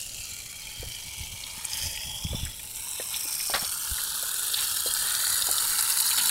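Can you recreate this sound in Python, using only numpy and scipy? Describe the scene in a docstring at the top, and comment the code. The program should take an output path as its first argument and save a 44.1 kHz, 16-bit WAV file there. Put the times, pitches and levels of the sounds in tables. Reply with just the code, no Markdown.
"""Water spurts from the ground in a park and spatters into its own puddle: blobs burst into hissing
spray, droplets tick, big drops slap down and bubbles gurgle. A hand-held microphone starts far off,
swings round and walks up close, so the water grows louder and the dips and crests of its reflections
glide upward. Behind it are a few soft knocks, one scuffing footstep, puffs of wind on the microphone
and the park's low hum."""
import sys
import numpy as np
from scipy import signal
from scipy.fft import rfft, irfft, next_fast_len
from scipy.io import wavfile
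from scipy.ndimage import uniform_filter1d, map_coordinates

SR = 44100
rng = np.random.default_rng(int(sys.argv[2]) if len(sys.argv) > 2 else 0)


def dump(signal):
    """Clip the signal to [-1, 1] and save it as 16-bit WAV at the path in sys.argv[1]."""
    limited = np.clip(np.atleast_2d(signal).T, -1, 1)
    pcm = np.round(limited * 32767).astype(np.int16)
    wavfile.write(sys.argv[1], SR, pcm)


N = 277830
TOP_HZ = 15800  # the microphone's upper limit
# places on the walk (0 far, 1 close) where the microphone starts to swing, passes the water, faces it
SWING_AT, PASS_AT, FACE_AT = 0.537, 0.601, 0.8


# the jet's flow as heard at the microphone: (time [s], level [dB])
JET_FLOW = [(0, -39.3), (.5, -42.3), (1.4, -41.5), (1.9, -37.5), (2.3, -39), (2.55, -42), (2.74, -39),
            (2.765, -36.5), (2.95, -35), (3.45, -30.5), (3.8, -32), (6.25, -24.7)]
# brief harder gushes: (start [s], rise [s], hold [s], fall [s], boost [dB])
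JET_GUSHES = [(0.113, 0.034, 0.18, 0.022, 1), (0.855, .04, 0.062, 0.016, 2), (1.664, 0.072, 0.13, 0.016, 4),
              (2.76, .008, 0.025, 0.017, 0.5)]

def water():
    """The surging jet drives spray and gurgle; the gurgle carries less far than the spray."""
    blobs = spatter(rate=380, life_s=0.0017, spread_db=3, steady=0.3)
    treble = amp(0.44) * heard_on_walk(spray(blobs))
    churn = gurgle(blobs)
    churn_db = np.interp(place(), [PASS_AT, FACE_AT], [-25.5, -14.5]) + 0.45 * wobble(5.1)
    surge_db = 0.5 * wobble(7) + sum(db * swell(*timing) for *timing, db in JET_GUSHES)
    flow_db, = curves(JET_FLOW)
    return amp(flow_db + surge_db) * (treble + amp(churn_db) * churn)


def spray(blobs, split_hz=6300):
    """Blobs burst into coarse drops and fine mist, each with bursts of its own; droplets ring."""
    coarse = blobs + spatter(rate=220, life_s=0.004, spread_db=2.2, steady=0.04)
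    coarse = filtered(coarse * rng.standard_normal(N), lambda hz: hz < split_hz)
    mist = blobs + spatter(rate=700, life_s=0.0006, spread_db=3.1, steady=0.12)
    mist = filtered(mist * rng.standard_normal(N), lambda hz: hz >= split_hz)
    ticks = grains(rate=2600, low_hz=3050, high_hz=15880, cycles=2.6, spread_db=3, samples=160)
    plinks = grains(rate=420, low_hz=2000, high_hz=6430, cycles=8, spread_db=3.5, samples=500)
    return echoed(unit(coarse + mist) + amp(-5) * blobs * ticks + amp(-10) * plinks, drift=0.0614)


# colour of the churning puddle: (frequency [Hz], gain [dB])
PUDDLE_COLOUR = [(201.0, -46), (455.0, -3), (696.0, -17), (867.0, -0.4), (1120.0, -8.5), (1390.0, 5),
                 (1790.0, -3), (1960.0, -19.6), (3000.0, -8)]

def gurgle(blobs):
    """Bubbles ring in the puddle as the falling blobs churn it."""
    bubbles = grains(rate=450, low_hz=860, high_hz=2073, cycles=5.6, spread_db=3.5, samples=700)
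    churn = amp(4) * blobs * rng.standard_normal(N)
    return echoed(coloured(bubbles + churn, PUDDLE_COLOUR), drift=0.09)


# weak echoes off the ground and things close by: (delay [s], gain [ratio])
NEARBY_ECHOES = [(.00095, 0.094), (.0021, 0.11), (.0046, 0.16)]

def echoed(x, drift):
    """Short echoes ripple the spectrum; their delays drift as the microphone moves."""
    echoes = np.zeros(N)
    for delay, gain in NEARBY_ECHOES:
        lag = delay * SR * (1 + drift * wobble(0.925))
        echoes += gain * map_coordinates(x, [np.arange(N) - lag])
    return unit(x + echoes)


# the microphone's walk up to the water: (time [s], place [0 far, 1 close])
MIC_WALK = [(0, 0), (1.45, 0.13), (2.2, 0.18), (2.4, .545), (2.6, 0.59), (2.9, 0.59), (3.4, 0.623),
            (4.1, 0.81), (6.3, 0.98)]

def place(t=None):
    """How far the microphone has come at times t."""
    return curves(MIC_WALK, t)[0]


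def heard_on_walk(x, treble_hz=5000, patchy_db=6):
    """The spray changes colour as the microphone moves, while its treble keeps its power."""
    hz, t, spectra = signal.stft(x, SR, nperseg=1024)
    f = hz[:, None]
    db = distance_colour(t, f) + ground_ripple(t, f) + hollows_and_crests(t, f) + whistle(t, f)
    # scattered reflections leave drifting patches, deepest in the lower range
    patches = uniform_filter1d(rng.standard_normal(spectra.shape), size=5, axis=0)
    patches = unit(uniform_filter1d(patches, size=26, axis=1))
    gain = amp(db + patchy_db * patches / (1 + f / 3000)) * (f < TOP_HZ)
    gain /= np.sqrt(np.mean(gain[hz > treble_hz] ** 2, axis=0))
    return signal.istft(spectra * gain, SR, nperseg=1024)[1][:N]


# the spray from far off, as the microphone swings past, and close up: (frequency [Hz], gain [dB])
FAR_COLOUR = [(200.0, -29.0), (424.0, -23), (783.0, -6.5), (1530.0, -8.0), (2320.0, -1.5), (3030.0, 3.5),
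              (5090.0, 0.4), (8220.0, 1.2), (11200.0, -0.5), (12300.0, -6.5), (13700.0, -5),
              (15700.0, -9.3)]
PASSING_COLOUR = [(200.0, -9), (494.0, -24), (1180.0, -6.5), (1720.0, -10.5), (2130.0, -4.5),
                  (3200.0, -4.5), (3980.0, -2.5), (5390.0, -1.2), (6560.0, -4.1), (7460.0, 5), (11700.0, 0),
                  (13300.0, -2.5), (15700.0, -6.5)]
CLOSE_COLOUR = [(200.0, -22), (605.0, -25), (1520.0, -0.7), (2440.0, -10.5), (3470.0, -3.5), (4580.0, 4),
                (5480.0, 2.9), (6230.0, -11.5), (6610.0, -1.5), (8160.0, 1.65), (10400.0, 2.5),
                (11000.0, -0.5), (13100.0, -2.5), (15700.0, -7.5)]
# narrow resonances: (frequency [Hz], width [Hz], gain far [dB], gain passing [dB], gain close [dB])
RESONANCES = [(540, 96, 9.9, -2, 5.5), (885, 70, 12, 10.5, 8)]

def distance_colour(t, f):
    """The far colour blends through the passing one into the close one, in dB."""
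    stage = np.interp(place(t), [SWING_AT, PASS_AT, FACE_AT], [0, 1, 2])
    colours = [FAR_COLOUR, PASSING_COLOUR, CLOSE_COLOUR]
    db = sum(np.clip(1 - abs(stage - k), 0, 1) * along(colour, f) for k, colour in enumerate(colours))
    for hz, width, *stage_db in RESONANCES:
        db += np.interp(stage, [0, 1, 2], stage_db) * bell(f, hz, width)
    return db


# ripples in the treble: (time [s], spacing [Hz], depth [dB])
GROUND_RIPPLES = [(1.5, 2020, 0.5), (2.103, 2420.0, 3.7), (2.606, 2610.0, 0), (2.881, 2770, 3.5),
                  (3.352, 2920, 3.5), (3.726, 2930.0, 3), (4.209, 3050.0, 0), (6.3, 3250.0, 0.7)]
# their range: (start [Hz], full from [Hz], full to [Hz], end [Hz])
RIPPLE_BAND = [4000, 6500, 12000, 16000]

def ground_ripple(t, f):
    """The ground reflection leaves even ripples, in dB, that spread as the microphone closes in."""
    spacing, depth_db = curves(GROUND_RIPPLES, t)
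    return depth_db * np.cos(2 * np.pi * f / spacing) * np.interp(f, RIPPLE_BAND, [0, 1, 1, 0])


# two hollows that glide upward, fading and returning: (time [s], centre [Hz], gain [dB])
LOW_HOLLOW = [(0.0, 921.0, -19), (0.605, 970.0, -12), (0.909, 1140.0, -12), (1.36, 1290, -5),
              (1.645, 1330.0, 8), (1.955, 1330.0, -24), (2.28, 1620, -25), (2.467, 1760.0, 0),
              (2.767, 1800, -10), (2.991, 1860, -2), (3.514, 1920, -4.5), (4.147, 2140, -17.5),
              (4.9, 2120, -14), (5.302, 2140, -1.5), (6.3, 2220, 0.5)]
HIGH_HOLLOW = [(0.0, 3410, -12), (1.484, 3480, -3), (1.795, 4120, -8), (2.21, 4080.0, -17.7),
               (2.351, 4510.0, -14), (2.635, 4690.0, -3), (2.927, 4680.0, -13), (3.205, 4700, -10),
               (3.512, 4900, -1.3), (3.794, 5050, -9.5), (6.3, 5180, -10)]
# passing crests and one dip: (time [s], reach [s], centre [Hz], glide [Hz/s], gain [dB])
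PASSING_CRESTS = [(.186, .43, 7250, 0, 7.5), (1.26, 0.87, 2310, 60, 10), (2.029, 0.36, 5400, 672, 8),
                  (2.4, 0.46, 6900, 0, -7), (2.963, 0.23, 3730, -380, 7), (3.32, 0.34, 5410, 0, 10)]

def hollows_and_crests(t, f, width_hz=175, widening=0.089):
    """Bands of the hiss sink and stand out along the walk, in dB; higher ones are wider."""
    db = 0
    for hollow in (LOW_HOLLOW, HIGH_HOLLOW):
        centre, gain_db = curves(hollow, t)
        db += gain_db * bell(f, centre, width_hz + widening * centre)
    for s, reach, hz, glide, gain_db in PASSING_CRESTS:
        db += gain_db * bell(t, s, reach) * bell(f, hz + glide * (t - s), width_hz + widening * hz)
    return db


# a narrow resonance in the hiss: (time [s], centre [Hz], gain [dB])
WHISTLE_TRACK = [(0, 3200, 7), (.326, 3310, 12), (.902, 3170, 11), (1.397, 3220, 7), (1.781, 3280, 4.5),
                 (2.018, 3310, 16), (2.23, 3250, 8.5), (2.346, 3590, 12.5), (2.542, 3300, 4.5),
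                 (2.794, 3280, -6.5), (3.892, 3300, 2.5), (4.786, 3290, 5.5), (5.8, 3280, -7)]

def whistle(t, f, width_hz=230):
    """A faintly whistling resonance, in dB, wavers and bends up as the microphone swings."""
    centre, gain_db = curves(WHISTLE_TRACK, t)
    return gain_db * bell(f, centre, width_hz)


# single big drops landing: (time [s], relative level [dB], centre [Hz])
BIG_DROPS = [(0.014, -25, 7660), (1.438, -27.5, 3900), (1.6517, -15.5, 8400), (1.716, -28, 6440),
             (1.7327, -19, 5000), (1.8604, -22.5, 5740), (1.974, -28, 2770), (2.01, -37, 2300),
             (2.033, -31.5, 2570), (2.2384, -28, 5400), (2.267, -33, 2750), (2.462, -37.5, 1800),
             (2.595, -36.5, 2420), (2.759, -23, 8920), (2.912, -24, 8200), (2.997, -36, 1920),
             (3.142, -24, 3200), (3.401, -30.5, 2500), (3.473, -19.5, 8140), (3.6466, -21, 4400),
             (3.981, -32, 1480), (4.226, -14, 10500), (4.542, -16.5, 3700), (4.623, -33, 1640),
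             (4.938, -12.5, 9200), (5.15, -19.5, 4340), (5.237, -27.5, 1450), (5.422, -18.5, 4200),
             (5.513, -11.5, 9600), (5.582, -16.5, 4170), (5.7848, -18.5, 4100), (5.8088, -9.5, 9700),
             (5.921, -19, 5300), (5.987, -14.5, 8500), (6.008, -14.5, 10400), (6.0766, -18, 4760),
             (6.1074, -22, 8000), (6.112, -25.5, 2680), (6.2938, -13, 9400)]

def splats(rise_s=0.0004, fall_s=0.0014, tail_s=0.0085, width_octaves=0.58):
    """Big drops slap down with a weak tail of spray; lower ones start softer and last longer."""
    out, t = np.zeros(N), np.arange(2048) / SR
    octave = np.log2(np.fft.rfftfreq(len(t), 1 / SR) + 1)
    for s, db, hz in BIG_DROPS:
        age = t * (hz / 9000) ** 0.7  # the time settings hold for a 9 kHz drop
        burst = irfft(rfft(rng.standard_normal(len(t))) * bell(octave, np.log2(hz), width_octaves))
        burst *= (1 - np.exp(-age / rise_s)) * (np.exp(-age / fall_s) + 0.08 * np.exp(-age / tail_s))
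        add(out, s, amp(db + 2.5) * burst / abs(burst).max())
    return out


# heavy slops into the puddle: (time [s], level [dB], length [s])
PUDDLE_SLOPS = [(1.537, -53, 0.23), (3.106, -41.5, 0.073), (4.554, -34.5, 0.065), (5.067, -35, 0.03),
                (5.143, -36, 0.0068), (6.173, -27, 0.028), (6.29, -24.5, .012)]

def slops():
    """Heavier lumps of water fall back with a duller splash."""
    envelope, t = np.zeros(N), np.arange(SR // 2) / SR
    for s, db, length in PUDDLE_SLOPS:
        add(envelope, s, amp(db) * pulse(2 * t / length))
    splash = noise([(500, -5), (1500, 8), (2300, 6.5), (4000, 18.5), (5500, -16), (10000, -40)])
    lumps = spatter(rate=400, life_s=0.0034, spread_db=2.5, steady=0.4)
    return envelope * unit(splash * lumps)


# soft handling knocks: (time [s], relative level [dB], pitch [Hz])
HANDLING_KNOCKS = [(0.828, -32.5, 455), (2.331, -26.5, 546), (2.998, -28, 538), (3.252, -40.5, 312),
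                   (3.498, -24.5, 810), (3.633, -32.5, 756), (4.231, -37.5, 590), (4.86, -27.5, 508),
                   (5.043, -35.5, 840), (5.488, -25, 740)]

def knocks(rub_db=-9, rub_s=0.016):
    """Hollow knocks ring for a few cycles, each with a gritty rub."""
    out, t = np.zeros(N), np.arange(SR // 10) / SR
    grit = noise([(100, -6), (550, 20), (1300, 3), (2100, 4), (5000, -43)])
    for s, db, hz in HANDLING_KNOCKS:
        ring = np.sin(2 * np.pi * hz * t) * pulse(hz * t)
        rub = grit[round(s * SR):][:len(t)] * np.exp(-t / rub_s) * np.minimum(hz * t, 1)
        add(out, s, amp(db - 2) * (ring + amp(rub_db) * rub))
    return out


# heel, then sole, meeting the ground: (time [s], level [dB])
HEEL_AND_SOLE = [(3.534, -22), (3.613, -42)]
# colour of a shoe on grit: (frequency [Hz], gain [dB])
SCUFF_COLOUR = [(150, -7), (380, -11), (600, 3.5), (1150, 6), (1800, 4.5), (3000, -7), (4000, 4),
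                (5500, -7.5), (10000, -38)]

def footstep():
    """A shoe scuffs once over gritty ground."""
    grit = spatter(rate=920, life_s=0.0012, spread_db=1, steady=0.82)
    pressure = sum(amp(db) * swell(s, rise=0.006, hold=0.0096, fall=0.021) for s, db in HEEL_AND_SOLE)
    return pressure * unit(noise(SCUFF_COLOUR) * grit)


# puffs of wind on the microphone: (time [s], level [dB], hold [s])
WIND_PUFFS = [(0.066, -45, 0.072), (0.781, -43.5, 0.12), (1.19, -40.5, 0.053), (1.81, -45, 0.12),
              (2.061, -37.5, 0.033), (2.252, -36.5, 0.22), (3.884, -44.5, 0.049)]
# colour of their rumble: (frequency [Hz], gain [dB])
WIND_COLOUR = [(20, -0.5), (50, 4.5), (95, 1.5), (160, -8), (260, -18.5), (600, -36)]
# low bumps of air on the microphone: (time [s], relative level [dB], pitch [Hz])
AIR_BUMPS = [(.797, -23.5, 83), (0.864, -24, 84), (1.204, -24, 87.6), (1.337, -27.5, 95), (1.578, -32, 192),
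             (2.249, -14, 127), (2.26, -20, 110), (2.302, -25, 112), (2.346, -15.5, 162), (2.431, -14, 86),
             (3.625, -26.5, 187), (3.915, -19, 63)]

def wind(rise_s=0.018, fall_s=0.061, bump_rise_cycles=0.34):
    """Air rumbles on the microphone in puffs and bumps; the breeze drops as the microphone turns."""
    breeze = amp(np.interp(place(), [SWING_AT, PASS_AT], [-53, -59.5]))
    puffs = sum(amp(db) * swell(s - rise_s, rise_s, hold, fall_s) for s, db, hold in WIND_PUFFS)
    rumble = unit(noise(WIND_COLOUR) * amp(4.4 * wobble(24.7)))
    out = np.hypot(breeze, puffs) * rumble
    t = np.arange(SR // 10) / SR
    for s, db, hz in AIR_BUMPS:
        add(out, s, amp(db - 7) * np.sin(2 * np.pi * hz * t) * pulse(hz * t / bump_rise_cycles))
    return out


# colour of the park's background: (frequency [Hz], gain [dB])
PARK_COLOUR = [(20, 1.5), (60, -10), (80, 5), (130, -1), (250, -6.5), (400, -10), (600, -8), (1000, -14.5),
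               (3000, -34)]

def park():
    """A low, steady hum lies under everything."""
    return amp(-57) * noise(PARK_COLOUR)


def spatter(rate, life_s, spread_db, steady):
    """Envelope of water or grit landing, rate times a second: each hit dies in milliseconds."""
    when, strength = rng.random((int(rate * N / SR), 2)).T
    energy = amp(-spread_db * np.log(1 - 0.985 * strength)) ** 2
    hits = np.bincount((when * N).astype(int), energy, N)
    power = signal.lfilter([1], [1, -np.exp(-1 / (life_s * SR))], hits)
    # the supply is steady, so the bursts even out over a twentieth of a second
    supply = abs(uniform_filter1d(power, size=SR // 20)) + 0.5 * power.mean()
    return np.sqrt(steady + power / supply / np.mean(power / supply))


def grains(rate, low_hz, high_hz, cycles, spread_db, samples):
    """Tiny damped rings at random times, pitches and strengths, at rms 1."""
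    when, pitch, strength, life = rng.random((int(rate * N / SR), 4)).T[:, :, None]
    hz = low_hz + (high_hz - low_hz) * pitch
    k = np.arange(samples)
    turns = hz * k / SR
    weight = amp(-spread_db * np.log(1 - 0.99 * strength)) * hz
    rings = weight * np.sin(2 * np.pi * turns) * np.exp(-turns / (cycles * (0.5 + life)))
    positions = (when * N).astype(int) + k
    return unit(np.bincount(positions.ravel(), rings.ravel(), N)[:N])


def amp(db):
    """Decibels to gain."""
    return 10 ** (np.asarray(db) / 20)


def unit(x):
    """Scaled to rms 1."""
    return x / np.sqrt(np.mean(x ** 2) + 1e-20)


def along(points, hz):
    """(Hz, value) points read on a log axis."""
    f, v = np.transpose(points)
    return np.interp(np.log(hz + 1), np.log(f + 1), v)


def curves(rows, t=None):
    """Each column after the time, read at times t (every sample by default)."""
    s, *cols = np.transpose(rows)
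    return [np.interp(np.arange(N) / SR if t is None else t, s, c) for c in cols]


def wobble(rate):
    """A smooth random curve, rate knots a second."""
    return map_coordinates(rng.standard_normal(int(N * rate / SR) + 4), [np.arange(N) * rate / SR])


def filtered(x, response):
    """x times a response of frequency."""
    m = next_fast_len(N + SR // 2)
    return irfft(rfft(x, m) * response(np.fft.rfftfreq(m, 1 / SR)), m)[:N]


def coloured(x, spectrum):
    """x shaped by a (Hz, dB) spectrum, at rms 1."""
    return unit(filtered(x, lambda hz: amp(along(spectrum, hz))))


def noise(spectrum):
    """Noise of rms 1 with a (Hz, dB) spectrum."""
    return coloured(rng.standard_normal(N), spectrum)


def bell(x, centre, width):
    """A smooth hump of height 1."""
    return np.exp(-2 * ((x - centre) / width) ** 2)


def pulse(u):
    """Rises to 1 at u = 1, then dies away."""
    return u * np.exp(1 - u)


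def swell(start, rise, hold, fall):
    """An envelope that rises, holds and dies away; times in seconds."""
    t = np.arange(N) / SR - start
    return np.clip(t / rise, 0, 1) * np.exp(-np.maximum(t - rise - hold, 0) / fall)


def add(track, s, sound):
    """Mix a sound in at time s."""
    part = track[max(round(s * SR), 0):][:len(sound)]
    part += sound[:len(part)]


def scene():
    """Water, handling, a footstep and wind over the park's hum, in mono."""
    background = park()
    return (water() + splats() + slops() + knocks() + footstep() + wind() + background)[None]


def record(dry):
    """The hand-held microphone keeps nothing above its upper limit."""
    return filtered(dry[0], lambda hz: hz < TOP_HZ)[None]


dry = scene()
out = record(dry)
dump(out)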